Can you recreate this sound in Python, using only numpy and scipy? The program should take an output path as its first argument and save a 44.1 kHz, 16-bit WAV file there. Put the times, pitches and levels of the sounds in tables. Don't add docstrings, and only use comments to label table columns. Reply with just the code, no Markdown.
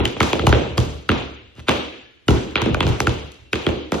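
import sys
import numpy as np
from scipy import signal
from scipy.fft import rfft, irfft
from scipy.io import wavfile
from scipy.ndimage import uniform_filter1d

SR = 44100
rng = np.random.default_rng(int(sys.argv[2]) if len(sys.argv) > 2 else 0)


def attenuation_scalar(level_db):
    decades = np.asarray(level_db, float) / 20
    return 10 ** decades


def bounce(signal):
    frames = np.transpose(np.atleast_2d(signal))
    limited = np.clip(frames, -1, 1)
    pcm = np.round(limited * 32767).astype(np.int16)
    wavfile.write(sys.argv[1], SR, pcm)


N = 176400

# start_s, crack_db, boom_db, thud_db, tick_db
TAPS = [(0.054, -4.5, -36.5, -28.5, -20.5), (0.2052, -5.5, -18, -17, -22), (0.3307, -5, -30, -16.5, -27),
        (0.394, -8.5, -19.5, -25, -38.5), (0.469, -3.5, -8, -17.5, -19.5), (0.5265, -2, -15, -13, -57.5),
        (0.779, -8, -11, -21.5, -21.5), (1.0914, -2.5, -17, -16.5, -28), (1.684, -3.5, -23.5, -17, -29),
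        (1.692, -2, -30.5, -22, -22.5), (2.2831, -5, -9.5, -11, -21.5), (2.556, -1, -27, -22, -33.5),
        (2.618, -14, -20.5, -24, -27.5), (2.659, -15, -31, -16, -36), (2.745, -8.5, -22.5, -23.5, -29.5),
        (2.8059, -7.5, -19.5, -20, -31.5), (2.867, -16, -14.5, -20, -32), (3.003, -5.5, -21.5, -22, -19),
        (3.0705, -4.5, -15, -21.5, -24.5), (3.5312, -4, -26.5, -21.5, -25.5),
        (3.666, -7.5, -20, -15, -32.5), (3.92, -10, -27, -18, -27)]
# low_ring_hz, mid_ring_hz, high_ring_hz, high_over_low_db, room_send_db
TAP_TONES = [(1930, 1900, 3100, 8, -7.5), (872, 1310, 2200, -4, 4.5), (925, 2400, 3410, 4.5, -4),
             (1280, 2100, 3200, 3.5, -4), (800, 1300, 2880, -8.5, -0.5), (1560, 2700, 4500, 1.5, 0),
             (1150, 3300, 4600, -5, -2), (1346, 2800, 3560, -0.5, 1), (1335, 1700, 3520, 1, 1.5),
             (1090, 3000, 3540, -1, -1), (1464, 1300, 2930, -6.5, 0.5), (1420, 2400, 3570, 2.5, 1.5),
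             (890, 1485, 2410, -7, -4.5), (850, 1900, 2510, -9.5, -5), (1500, 1100, 2400, -8, -9.5),
             (984, 2700, 3400, -1.5, 2.5), (970, 2400, 3100, -7.5, 6), (820, 2700, 5860, 0, -9),
             (1380, 2700, 800, -1.5, -2.5), (1530, 1880, 2520, 2, -2), (1400, 2000, 3250, 2, .5),
             (1354, 1900, 2390, -9, 1.5)]
TAP_LOOSENESS = [-9.5, -8.5, -19.5, -9, -5, -15, -7.5, -4, -11, -3.5, -2, -10, -9, -5, -18, -7, -8, -15.5,
                 -11.5, -15, -14.5, -12.5]
# start_s, crack_db, boom_db, thud_db, tick_db
TOUCHES = [(-.02, -1, -16, -15, -38), (0.166, -20.5, -31, -29.5, -68), (.436, -48, -20.5, -19.5, -73),
           (1.553, -55, -48, -55.5, -56), (1.579, -76, -34.5, -41.5, -85.5), (1.112, -61, -19, -30, -80),
           (2.70, -46, -17, -34.5, -54), (2.846, -44, -14.5, -27, -56), (2.892, -50, -22, -43, -70.5),
           (3.319, -62, -57, -62, -42.5), (.70, -60, -29, -32, -84), (0.7733, -26.5, -45, -27.5, -38.5),
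           (0.793, -37, -41, -40.5, -37), (3.017, -27, -43, -27.5, -32), (.34, -38, -42, -40.5, -38),
           (2.511, -55, -60, -60, -46)]
# start_s, length_s, level_db
SCUFFS = [
    (1.56, 0.048, -45.5),
    (1.668, 0.013, -36),
    (2.49, .05, -61.5),
]
# mode_hz, level_db, t60_s
BOARD_MODES = [(54.25, -27.5, .12), (72.4, 14, 0.14), (130, -4.5, 0.024), (217.6, -9, 0.12),
               (336, -14, 0.11)]
# freq_hz, level_db
PLATE_SPECTRUM = [(800, 0), (1300, 2.5), (1800, -1.5), (2300, 0.5), (3200, -2.5), (4200, -12), (5500, -34)]
# freq_hz, level_db
TICK_SPECTRUM = [(3500, -1), (5000, -3), (6500, -1), (8000, -8), (10000, -8.5), (13000, -15.5),
                 (14300, -40)]
# freq_hz, level_db
THUD_SPECTRUM = [(100, -26.5), (170, 1), (320, 6.5), (500, 1.5), (750, -10), (1100, -30)]
# freq_hz, level_db
BOOM_SPECTRUM = [(25, -32), (45, -14.5), (72, -2.5), (110, 9), (160, -3)]
# freq_hz, t60_s
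ROOM_T60 = [(60, 0.75), (130, 0.43), (350, 0.66), (900, 0.53), (2500, 0.87), (6000, 0.69), (13500, 0.59)]
# freq_hz, level_db
ROOM_LEVEL = [(70, -6), (130, -3), (350, 3), (900, 2.5), (1600, -3.5), (3000, 2), (6000, 1), (13000, -3.5)]
# freq_hz, likeness_0_to_1
ROOM_LIKENESS = [(60, 1), (150, 1), (600, 0.15), (1500, 0), (4000, 0.3), (8000, 0.8), (13000, 1)]
# delay_s, level_db, pan_left_over_right_db
ECHOES = [
    (.009, -10.5, -9),
    (0.021, -12.5, -9.5),
    (0.024, -12.5, 8.5),
    (0.03, -17, -5.5),
]
# freq_hz, density_db_per_hz
HUM_SPECTRUM = [(25, -19.5), (72, 3), (130, -10), (330, -4.5), (800, -19), (3000, -17), (9000, -37)]
# freq_hz, left_lead_rad
PORT_PHASE = [(60, 0.46), (900, 0.85), (4600, 1.03), (5600, -1.5), (10500, -2.5), (11200, 7.5)]
# freq_hz, left_over_right_db
PORT_BALANCE = [(60, 0.5), (250, -1), (1000, -1), (3000, 2), (8000, 0.5)]
# freq_hz, threshold_over_middle_db
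GATE_THRESHOLD = [(4000, -19), (6000, -24), (8000, -24), (11500, -29), (14000, -18)]

CRACK_DB, TICK_DB, THUD_DB, BOOM_DB = -4, 10.5, 7, 4
BOARD_RING_DB, COLOUR_DB = -4.5, 2
LAG_1K_S, LAG_POWER, LEAD_S = 0.0022, 0.95, 0.01
PLATE_T60_S, PLATE_RING_DB = 0.016, 8
RATTLES, RATTLE_S, RATTLE_FADE_DB_PER_S = 8, 0.0035, 2200
GRIT_DB, GRIT_TREBLE_DB = 3.5, -11.5
ROOM_RISE_S, ROOM_CLUMP_DB, SPOTS = 0.01, 2, 6
HUM_DB = -58.5
GATE_SPREAD_DB, ATTACK_DB, ATTACK_S = 5.5, 8, 0.003
TOP_HZ, LIMIT = 13600, 1.1
PAD, SIZE = 4410, 16384
BLOW_HZ = np.arange(SIZE // 2 + 1) * SR / SIZE


def curve(table, hz):
    t = np.array(table)
    return np.interp(np.log(np.maximum(hz, 1)), np.log(t[:, 0]), t[:, 1])


def shape(table, hz):
    (lo_hz, lo_db), (hi_hz, hi_db) = table[0], table[-1]
    below = [(lo_hz / 4, lo_db - 40)]
    above = [(hi_hz * 2, hi_db - 40), (hi_hz * 16, hi_db - 130)]
    return attenuation_scalar(curve(below + list(table) + above, hz))


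def tap(crack_db, boom_db, thud_db, tick_db, low_hz=1300, mid_hz=2300, high_hz=3300,
        tilt_db=0, room_db=-3, loose_db=-12):
    sweep = board_sweep()
    knots_hz = np.geomspace(100, 14000, 12)
    colour_db = COLOUR_DB * rng.standard_normal(12)
    colour = attenuation_scalar(np.interp(np.log(BLOW_HZ + 1), np.log(knots_hz), colour_db))
    floor = floor_blow(boom_db, thud_db, colour, sweep)
    metal = plate_blow(crack_db, tick_db, tilt_db, sweep)
    ring = plate_ring(low_hz, mid_hz, high_hz)
    near = floor + metal * plate_rattle(loose_db) * colour * ring
    far = floor + metal * attenuation_scalar(room_db) * ring ** 0.14
    return irfft(np.array([near, far]) * sweep)


def board_sweep():
    khz = np.maximum(BLOW_HZ, 25) / 1000
    rest = 1 - LAG_POWER
    lag_cycles = 1000 * LAG_1K_S * (khz ** rest - 1) / rest
    return np.exp(-2j * np.pi * (lag_cycles + BLOW_HZ * LEAD_S))


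def unit_peak(spectrum, sweep):
    return spectrum / np.abs(irfft(spectrum * sweep)).max()


def plate_blow(crack_db, tick_db, tilt_db, sweep):
    octaves = np.log2(np.maximum(BLOW_HZ, 25) / 2000)
    plate = shape(PLATE_SPECTRUM, BLOW_HZ) * attenuation_scalar(tilt_db * np.clip(octaves, -0.5, 0.5))
    crack = attenuation_scalar(crack_db + CRACK_DB) * unit_peak(plate, sweep)
    tick = attenuation_scalar(tick_db + TICK_DB) * unit_peak(shape(TICK_SPECTRUM, BLOW_HZ), sweep)
    return crack + tick


def plate_ring(low_hz, mid_hz, high_hz):
    def mode(mode_hz):
        return 1 / (1 + 2j * np.pi * (BLOW_HZ - mode_hz) * PLATE_T60_S / np.log(1000))
    return 1 + attenuation_scalar(PLATE_RING_DB) * (mode(low_hz) - mode(mid_hz) + mode(high_hz))


def plate_rattle(loose_db):
    at_s = RATTLE_S * (rng.random(RATTLES) * 1.7 - 0.8)
    spread_db, sign = rng.standard_normal((2, RATTLES))
    strikes = attenuation_scalar(loose_db + 3 * spread_db - RATTLE_FADE_DB_PER_S * np.abs(at_s)) * np.sign(sign)
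    at_s, strikes = np.r_[0, at_s], np.r_[1, strikes]
    rattle = strikes @ np.exp(-2j * np.pi * np.outer(at_s, BLOW_HZ))
    return rattle / np.linalg.norm(strikes)


def floor_blow(boom_db, thud_db, colour, sweep):
    t = np.arange(SIZE) / SR
    ring = np.zeros(SIZE)
    for mode_hz, db, t60_s in BOARD_MODES:
        level = attenuation_scalar(db + 2 * rng.standard_normal())
        ring += level * np.sin(2 * np.pi * mode_hz * t) * 1000. ** (-t / t60_s)
    ring = rfft(ring)
    ring /= np.sqrt(np.mean(np.abs(ring[:SIZE // 60]) ** 2))
    boom = attenuation_scalar(boom_db + BOOM_DB) * unit_peak(shape(BOOM_SPECTRUM, BLOW_HZ), sweep)
    thud = attenuation_scalar(thud_db + THUD_DB) * unit_peak(shape(THUD_SPECTRUM, BLOW_HZ) * colour, sweep)
    return (boom + thud) * (1 + attenuation_scalar(BOARD_RING_DB) * ring)


def scuff(length_s, level_db):
    n = int(length_s * SR)
    uneven = attenuation_scalar(GRIT_DB * rng.exponential(size=n))
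    grit = rng.standard_normal(n) * uneven * np.linspace(0.2, 1, n)
    hz = np.arange(n // 2 + 1) * SR / n
    colour = shape(PLATE_SPECTRUM, hz) + attenuation_scalar(GRIT_TREBLE_DB) * shape(TICK_SPECTRUM, hz)
    y = irfft(rfft(grit) * colour, n)
    return y * attenuation_scalar(level_db) / y.std()


def room():
    n = SR
    t, hz = np.arange(n) / SR, np.arange(n // 2 + 1.)
    noise, out = rfft(rng.standard_normal((2, n))), np.zeros((2, n))
    opposed = np.array([[1], [-1]])
    for k in range(19):
        centre_hz = 30 * 2 ** (k / 2)
        band = np.clip(1 - np.abs(2 * np.log2(hz / centre_hz + 1e-9)), 0, 1)
        env = 1000. ** (-t / curve(ROOM_T60, centre_hz))
        env *= 1 - np.exp(-(t / ROOM_RISE_S) ** 0.68)
        env *= attenuation_scalar(ROOM_CLUMP_DB * np.interp(t, np.arange(80) / 80, rng.standard_normal(80)))
        level = attenuation_scalar(curve(ROOM_LEVEL, centre_hz)) / np.sqrt(np.sum(env ** 2))
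        mid, side = irfft(noise * band) * env * level
        like = np.clip(curve(ROOM_LIKENESS, centre_hz), 0, 1)
        out += np.sqrt((1 + like) / 2) * mid + np.sqrt((1 - like) / 2) * side * opposed
    for delay_s, db, pan_db in ECHOES:
        i = int(delay_s * SR * (1 + 0.074 * rng.standard_normal()))
        burst = rng.standard_normal(90) * np.hanning(90) / 6
        out[:, i:i + 90] += attenuation_scalar(db + opposed * pan_db / 2) * burst
    return out


def hum():
    gain = attenuation_scalar(curve(HUM_SPECTRUM, np.arange(N // 2 + 1) * SR / N))
    y = irfft(rfft(rng.standard_normal((2, N))) * gain, N)
    return y * attenuation_scalar(HUM_DB) / y.std()


def scene():
    length = N + PAD + SIZE
    direct, sent = np.zeros(length), np.zeros((SPOTS, length))
    full = [(*blow, *tones, loose) for blow, tones, loose in zip(TAPS, TAP_TONES, TAP_LOOSENESS)]
    for k, (start_s, *settings) in enumerate(full + TOUCHES):
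        i = int((start_s - LEAD_S) * SR) + PAD
        near, far = tap(*settings)
        direct[i:i + SIZE] += near
        sent[k % SPOTS, i:i + SIZE] += far
    for start_s, length_s, db in SCUFFS:
        y, i = scuff(length_s, db), int(start_s * SR) + PAD
        direct[i:i + len(y)] += y
        sent[0, i:i + len(y)] += y / 2
    wet = sum(signal.fftconvolve(x[None], room(), axes=1)[:, :length] for x in sent)
    return (direct + wet)[:, PAD:PAD + N] + hum()


def thin(x):
    hz, _, z = signal.stft(np.array([x[0] + x[1], x[0] - x[1]]) / 2, SR, nperseg=2048)
    power, band = np.abs(z) ** 2 + 1e-20, (hz // 345).astype(int)
    middle = power[:, (hz > 1000) & (hz < 4000)].mean(axis=1).max(axis=0)
    chance = rng.standard_normal((2, band.max() + 1, z.shape[2]))
    chance = uniform_filter1d(chance, size=2, axis=2) * np.sqrt(2)
    for b in range(11, band.max() + 1):
        inside = band == b
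        edge_db = curve(GATE_THRESHOLD, hz[inside].mean()) + GATE_SPREAD_DB * chance[:, b]
        is_open = power[:, inside].mean(axis=1) > middle * attenuation_scalar(2 * edge_db)
        z[:, inside] *= is_open[:, None]
    mid, side = signal.istft(z, SR, nperseg=2048)[1][:, :N]
    sharp, k = np.diff(x[0], prepend=0) ** 2, int(ATTACK_S * SR)
    blow = uniform_filter1d(sharp, k) > attenuation_scalar(ATTACK_DB) * uniform_filter1d(sharp, 12 * k)
    keep = np.clip(2 * uniform_filter1d(blow * 1., k), 0, 1)
    return keep * x + (1 - keep) * np.array([mid + side, mid - side])


def band_limit(x):
    return signal.sosfilt(signal.butter(12, 14420, fs=SR, output="sos"), x)


def record(dry):
    hz = np.arange(N // 2 + 1) * SR / N
    half = attenuation_scalar(curve(PORT_BALANCE, hz) / 2)
    ports = np.array([half, np.exp(-1j * curve(PORT_PHASE, hz)) / half])
    low_pass = 1 / np.sqrt(1 + (hz / TOP_HZ) ** 40)
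    x = irfft(rfft(dry) * low_pass * ports, N)
    rounded = LIMIT * np.tanh(x / LIMIT)
    return band_limit(thin(rounded))


dry = scene()
out = record(dry)
bounce(out)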